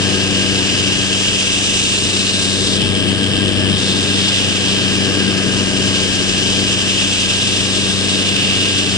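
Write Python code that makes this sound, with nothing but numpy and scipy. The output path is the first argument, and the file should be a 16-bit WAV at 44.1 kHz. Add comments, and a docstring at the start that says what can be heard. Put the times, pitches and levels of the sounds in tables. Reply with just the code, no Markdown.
"""Powered hang glider, heard from the wing

A small two-stroke cruises at steady throttle, belt-driving a two-blade pusher propeller; every blade
thumps and chops the exhaust note. The propeller wash rumbles, and the airstream hisses and half whistles
around a camera housing. As the wing sways, wash and clean air take turns; for one second the housing
lies in the lee and the hiss falls away."""
import sys
import numpy as np
from scipy import signal
from scipy.fft import rfft, irfft, next_fast_len
from scipy.io import wavfile

SR = 44100
rng = np.random.default_rng(int(sys.argv[2]) if len(sys.argv) > 2 else 0)


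def unload_audio(sound):
    """Save the sound as a 16-bit wav file, at the path given as the first command line argument."""
    columns = np.transpose(np.atleast_2d(sound))
    # keep every value between -1 and 1, then stretch to whole-number steps
    steps = np.round(np.clip(columns, -1, 1) * 32767)
    wavfile.write(sys.argv[1], SR, steps.astype(np.int16))


N = 395577

# Engine speed at cruise: (time [s], firing rate [Hz])
ENGINE_SPEED = [(0, 123.52), (1, 123.49), (1.9, 123.9), (3.6, 123.83), (4.9, 123.36), (8.97, 123.22)]


def propeller(blade, level, waver_db):
    """One thump a blade: all harmonics peak together, each wavering in the disturbed air."""
    # Propeller tones: (multiple of the blade rate, level [dB])
    harmonics = [(1, -27), (2, -25), (3, -30), (4, -37.5), (5, -41.5), (7, -50), (8, -54.1), (9, -63.5),
                 (10, -54.5), (11, -49), (12, -47), (13, -46.5), (16, -45.5), (17, -43)]
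    out = 0
    for k, db in harmonics:
        swell_db = level["overtones" if k > 1 else "thump"]
        out += tone(k * blade, db + swell_db + waver_db * drift(7.8))
    return out


def exhaust(firing, blade, level, waver_db, ring_from_hz):
    """Two-stroke buzz: the upper harmonics ring in the muffler, and passing blades chop in sum tones."""
    # Exhaust tones: (multiple of the firing rate, level [dB])
    harmonics = [(1, -36), (2, -41), (3, -44), (4, -50.5), (5, -41.5), (6, -49), (7, -53), (8, -57.5),
                 (9, -62), (10, -54.5), (12, -48.9), (13, -37), (14, -40), (15, -48), (16, -51)]
    # Chopped exhaust: (multiple of the blade rate added to the firing rate, level [dB])
    sum_tones = [(1, -42.5), (2, -44.5), (3, -41.5), (4, -50)]
    out = 0
    for k, db in harmonics:
        swell_db = level["muffler" if k * ENGINE_SPEED[0][1] > ring_from_hz else "exhaust"]
        out += tone(k * firing + rng.random(), db + swell_db + waver_db * drift(19))
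    return out + sum(tone(firing + k * blade, db) for k, db in sum_tones)


def propeller_wash(blade, firing, level):
    """Air thrown back by the propeller: a two-layer rumble, and a swish just ahead of each thump."""
    # Rumble spectrum: (frequency [Hz], level [dB])
    rumble_colour = [(35, -25), (70, -14), (130, -3.5), (200, 0.5), (300, 1.5), (400, -0.5), (520, -7),
                     (700, -24), (1000, -26.5), (2500, -71)]
    # Blade swish spectrum: (frequency [Hz], level [dB])
    swish_colour = [(250, -2), (600, 2.5), (900, -2.5), (1230, 0.5), (1380, -1.5), (1620, -0.5),
                    (1900, 1.5), (2400, 2), (3200, 2.5), (6000, -52)]
    rumble = air_noise(rumble_colour) * from_db(level["rumble"])
    low_band = signal.butter(2, [85, 260], "band", fs=SR, output="sos")
    rumble += rms_one(signal.sosfilt(low_band, air_noise())) * from_db(level["deep rumble"])
    rumble *= throb(blade, lead=0.015, sharpness=0.98, depth_db=-0.5)
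    swish = air_noise(swish_colour) * from_db(level["swish"])
    swish *= throb(blade, lead=0.29, sharpness=2.4, depth_db=5.5)
    swish *= throb(firing, lead=0.091, sharpness=4.3, depth_db=0.5)
    return rumble + swish


def airstream(blade, level, whistle_hz, pan_db, flutter_db):
    """Air shears off the housing: a breathy whistle, a hollow cavity note and three bands of hiss."""
    # Body of the hiss: (frequency [Hz], level [dB])
    hiss_colour = [(2400, -16.5), (3600, 0.5), (4400, -1.5), (5200, 2), (5550, -3), (5900, -18),
                   (6600, -12), (9000, -58)]
    # Sizzle above it: (frequency [Hz], level [dB])
    sizzle_colour = [(4600, -32), (5400, -3), (5900, 1), (6900, -2), (7500, 0), (8500, -40), (10000, -51)]
    # Fizz on top: (frequency [Hz], level [dB])
    fizz_colour = [(6000, -17), (7000, -7), (7700, 2.5), (8400, 0.5), (9400, -8), (10100, -11.5),
                   (10700, -33)]
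    # In the lee the whistle slides down, starting just before the hiss drops.
    centre_hz = whistle_hz * (1 - 0.15 * lee(ramp_s=0.12, lead_s=0.03))
    width_hz = 800 * (centre_hz / 3000) ** 1.3  # broader as it climbs
    whistle = resonate(air_noise(), centre_hz, width_hz) * from_db(level["whistle"])
    cavity = resonate(air_noise(), np.full(N, 2830), np.full(N, 620)) * from_db(level["cavity"])
    hiss = air_noise(hiss_colour) * from_db(level["hiss"])
    hiss += air_noise(sizzle_colour) * from_db(level["sizzle"])
    hiss += air_noise(fizz_colour) * from_db(level["fizz"])
    leftward = from_db(1.3 * np.array([[1], [-1]]))  # whistle to the left, cavity to the right
    air = (whistle * leftward + cavity / leftward + hiss) * from_db(pan_db / 2 * [[1], [-1]])
    # The weaker the stream, the more each blade pulses it.
    chop_db = np.maximum(1.8 + 0.45 * (level["sizzle"].mean() - level["sizzle"]), 0)
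    air *= throb(blade, lead=0.17, sharpness=4.0, depth_db=chop_db)
    return air * from_db(flutter_db * drift(45))


def buffet(level):
    """Slow buffeting: a deep flutter, nearly alike at both microphone ports."""
    # Buffet spectrum: (frequency [Hz], level [dB])
    colour = [(10, -16), (22, -17), (34, 1), (50, -6.5), (80, -3.5), (150, -8), (400, -66)]
    return air_noise(colour) * from_db(level["buffet"])


def whines(firing, wobble_turns):
    """Faint, thin whines that follow the engine speed."""
    # Whine tones: (frequency at mean engine speed [Hz], level [dB])
    partials = [(9130, -48), (9370, -50), (9760, -55), (10130, -56.5)]
    engine_time = firing / firing[-1] * N / SR
    return sum(tone(hz * engine_time + wobble_turns * drift(3.6), db) for hz, db in partials)


def lee(ramp_s, lead_s=0):
    """Shelter from the airstream: 1 in the lee, 0 in free air, with straight ramps between."""
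    from_s, to_s = 2.77, 3.78
    t = np.arange(N) / SR + lead_s
    return np.clip(0.5 + np.minimum(t - from_s, to_s - t) / ramp_s, 0, 1)


def gusts():
    """Gusts and lulls, each a bell-shaped swell or dip in dB."""
    # Flares and fades of the whistle: (centre time [s], level change [dB], half-length [s])
    swells = [(0.618, 1, 0.37), (1.718, -2.5, 0.39), (2.725, 3, .08), (3.88, 2, .11), (4.28, 3, .12),
              (4.78, 2.5, .13), (5.597, -2, .22), (5.995, 1.3, .13), (6.525, 2.5, 0.13), (7.05, -0.5, .15)]
    t = np.arange(N) / SR
    return sum(db * np.exp(-((t - s) / half_s) ** 2) for s, db, half_s in swells)


def layer_levels(wash_db, flow_db, whistle_hz):
    """A fader curve in dB for each layer, riding on wash, airflow, air speed, shelter and gusts."""
    # How each layer answers the air, by name: (base level [dB], wash response [dB/dB],
    # airflow response [dB/dB], response to whistle pitch [dB/octave], change in the lee [dB])
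    response = { "thump": (-0.56, .5, -0.4, -.5, 3), "overtones": (-0.1, 1.02, -0.23, -1, -0.4),
                "exhaust": (.1, 0.73, -.1, -8.5, 2), "muffler": (-0.6, 0.73, -.25, -7.5, 1.2),
                "rumble": (-24.5, 1.1, -0.3, 3, -0.8), "deep rumble": (-40, 1.5, -3.5, 9, 9),
                "buffet": (-38, .6, 1.5, 1, .8), "swish": (-27.5, -0.06, -0.33, -4.2, -0.7),
                "whistle": (-23, -0.4, 0.16, -5.5, 3.4), "cavity": (-23.5, -1.6, -0.8, -8, -9),
                "hiss": (-23.5, -0.15, 0.25, 1.5, -4), "sizzle": (-27.5, -0.56, 1, 1, -8),
                "fizz": (-30.5, -0.3, .65, 11, -3.5), }
    sheltered, gust_db = lee(ramp_s=0.012), gusts()
    octaves = np.log2(whistle_hz / whistle_hz.mean())
    level = {name: db + per_wash * wash_db + per_flow * flow_db + per_octave * octaves + lee_db * sheltered
             for name, (db, per_wash, per_flow, per_octave, lee_db) in response.items()}
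    level["whistle"] += gust_db
    level["hiss"] += 0.5 * gust_db
    return level


def housing_shade(x):
    """The housing shades and delays the sound differently at each microphone port."""
    # Stereo balance: (frequency [Hz], left minus right [dB])
    balance = [(35, 9), (100, 5.6), (200, 7.5), (400, 6.5), (620, 0.5), (850, -0.5), (1200, 3), (1600, 0.5),
               (2900, 0), (4500, 0.5), (5200, 3.5), (6000, 6), (7000, 3), (8200, 0)]
    # Stereo phase: (frequency [Hz], left lead [rad])
    phase = [(150, 0.82), (550, 0.59), (1050, 1.45), (1650, 1.17), (2100, 1.84), (2650, 1.92), (3100, 3.72),
             (3500, 4.36), (5200, 5.7), (6000, 5.06), (7500, 4.02), (8500, 6.4), (10000, 6.6)]
    left = from_db(per_bin(balance) / 2) * np.exp(0.5j * per_bin(phase))
    pair = np.array([left, 1 / left])
    pair /= np.sqrt(np.mean(abs(pair) ** 2, axis=0))
    return to_samples(rfft(x, next_fast_len(N, True)) * pair)


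def air_noise(colour=None):
    """Turbulence, partly alike at the two ports, at unit power."""
    # Likeness of left and right: (frequency [Hz], correlation [0-1])
    likeness = [(40, 1), (200, 0.58), (500, 1), (900, 0.97), (1400, 0.65), (2500, 0.43), (3200, 0.5),
                (4300, 0.82), (5200, 0.78), (6400, 0.24), (8500, 0.31), (10000, 0.91)]
    mid, side = rfft(rng.standard_normal((2, next_fast_len(N, True))))
    alike = np.clip(per_bin(likeness), 0, 0.995)
    pair = np.sqrt(1 + alike) * mid + np.sqrt(1 - alike) * side * [[1], [-1]]
    return rms_one(to_samples(pair * (from_db(per_bin(colour)) if colour else 1)))


def resonate(x, centre_hz, width_hz):
    """A movable resonance, applied twice for steep skirts and stepped in short blocks."""
    out, state, block = np.zeros_like(x), np.zeros((2, 2, 2)), 512
    for i in range(0, N, block):
        r = np.exp(-np.pi * width_hz[i] / SR)
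        gain = (1 - r) ** 0.75
        section = [gain, 0, -gain, 1, -2 * r * np.cos(2 * np.pi * centre_hz[i] / SR), r * r]
        out[:, i:i + block], state = signal.sosfilt([section, section], x[:, i:i + block], zi=state)
    return rms_one(out)


def throb(turns, lead, sharpness, depth_db):
    """A gain that swells once a cycle (dips, for a negative depth), `lead` cycles early."""
    swell = np.exp(sharpness * (np.cos(2 * np.pi * (turns + lead)) - 1))
    return rms_one(from_db(depth_db * (swell - swell.mean())))


def tone(turns, db):
    """A cosine at the given rms level."""
    return np.sqrt(2) * from_db(db) * np.cos(2 * np.pi * turns)


def drift(rate_hz):
    """A smooth random wander of spread 1."""
    step, settle = 40, 2000
    r = np.exp(-2 * np.pi * rate_hz * step / SR)
    noise = rng.standard_normal(N // step + settle + 2)
    slow = signal.lfilter([1], [1, -2 * r, r * r], noise)[settle:]
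    return np.interp(np.arange(N) / step, np.arange(len(slow)), rms_one(slow))


def from_db(db):
    """Decibels to gain."""
    return 10 ** (np.asarray(db) / 20)


def rms_one(x):
    """Scale to unit power."""
    return x / np.sqrt(np.mean(x ** 2) + 1e-20)


def in_time(rows):
    """Breakpoints to one curve a column, sample by sample."""
    times, *columns = np.transpose(rows)
    return [np.interp(np.arange(N) / SR, times, column) for column in columns]


def per_bin(points):
    """A curve over log frequency, read at every FFT bin."""
    hz, value = np.transpose(points)
    bin_hz = np.fft.rfftfreq(next_fast_len(N, True), 1 / SR)
    return np.interp(np.log(bin_hz + 1e-9), np.log(hz), value)


def to_samples(bins):
    """From FFT bins back to sound."""
    return irfft(bins, next_fast_len(N, True))[..., :N]


def scene():
    """One shaft times engine, propeller and the throb of the air; the swaying wing shifts the mix."""
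    # Propeller wash at the housing: (time [s], strength [dB])
    wash_strength = [(0, -16), (0.3, -17), (1.05, -18.5), (1.3, -21.5), (1.9, -22), (2.4, -20),
                     (2.65, -17.5), (3.1, -16.5), (3.65, -17), (4.3, -19.5), (4.7, -18.5), (5.1, -16),
                     (5.55, -16.5), (6.6, -18.5), (7.2, -21.5), (8, -18.5), (8.45, -20.8), (8.97, -19.5)]
    # Free airstream, whistling higher when faster: (time [s], whistle pitch [Hz], strength [dB])
    airflow = [(0, 2960, -22.5), (0.7, 2860, -21.5), (1.3, 3120, -21.5), (1.85, 3510, -20.5),
               (2.35, 3790, -23.3), (2.65, 3610, -21.5), (3.9, 3490, -24.5), (4.8, 3030, -23),
               (5.3, 2940, -24.5), (5.7, 2970, -22), (6.5, 3050, -21.5), (6.85, 3060, -22.0),
               (7.2, 3310, -22.0), (7.95, 3450, -23), (8.4, 3470, -25.5), (8.97, 3286, -23)]
    firings_per_blade = 1.2825  # set by the reduction belt
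    firing_hz, = in_time(ENGINE_SPEED)
    wash_db, = in_time(wash_strength)
    whistle_hz, flow_db = in_time(airflow)
    wash_db, flow_db = wash_db - wash_db.mean(), flow_db - flow_db.mean()
    level = layer_levels(wash_db, flow_db, whistle_hz)
    firing = np.cumsum(firing_hz) / SR + 0.0057 * drift(7.9)  # phase in cycles, slightly unsteady
    blade = firing / firings_per_blade
    drone = propeller(blade, level, waver_db=1.0)
    drone += exhaust(firing, blade, level, waver_db=3.14, ring_from_hz=1400)
    drone += whines(firing, wobble_turns=0.7)
    air = airstream(blade, level, whistle_hz, pan_db=0.1 * wash_db, flutter_db=1.0)  # wash pans it left
    return buffet(level) + housing_shade(drone + propeller_wash(blade, firing, level) + air)


def record(dry):
    """Soft clipping rounds the highest peaks, and a steep low-pass cuts the top."""
    ceiling, cutoff_hz = 0.9, 10700
    rounded = dry / (1 + (dry / ceiling) ** 8) ** (1 / 8)
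    return signal.sosfilt(signal.ellip(10, 0.1, 80, cutoff_hz, fs=SR, output="sos"), rounded)


dry = scene()
out = record(dry)
unload_audio(out)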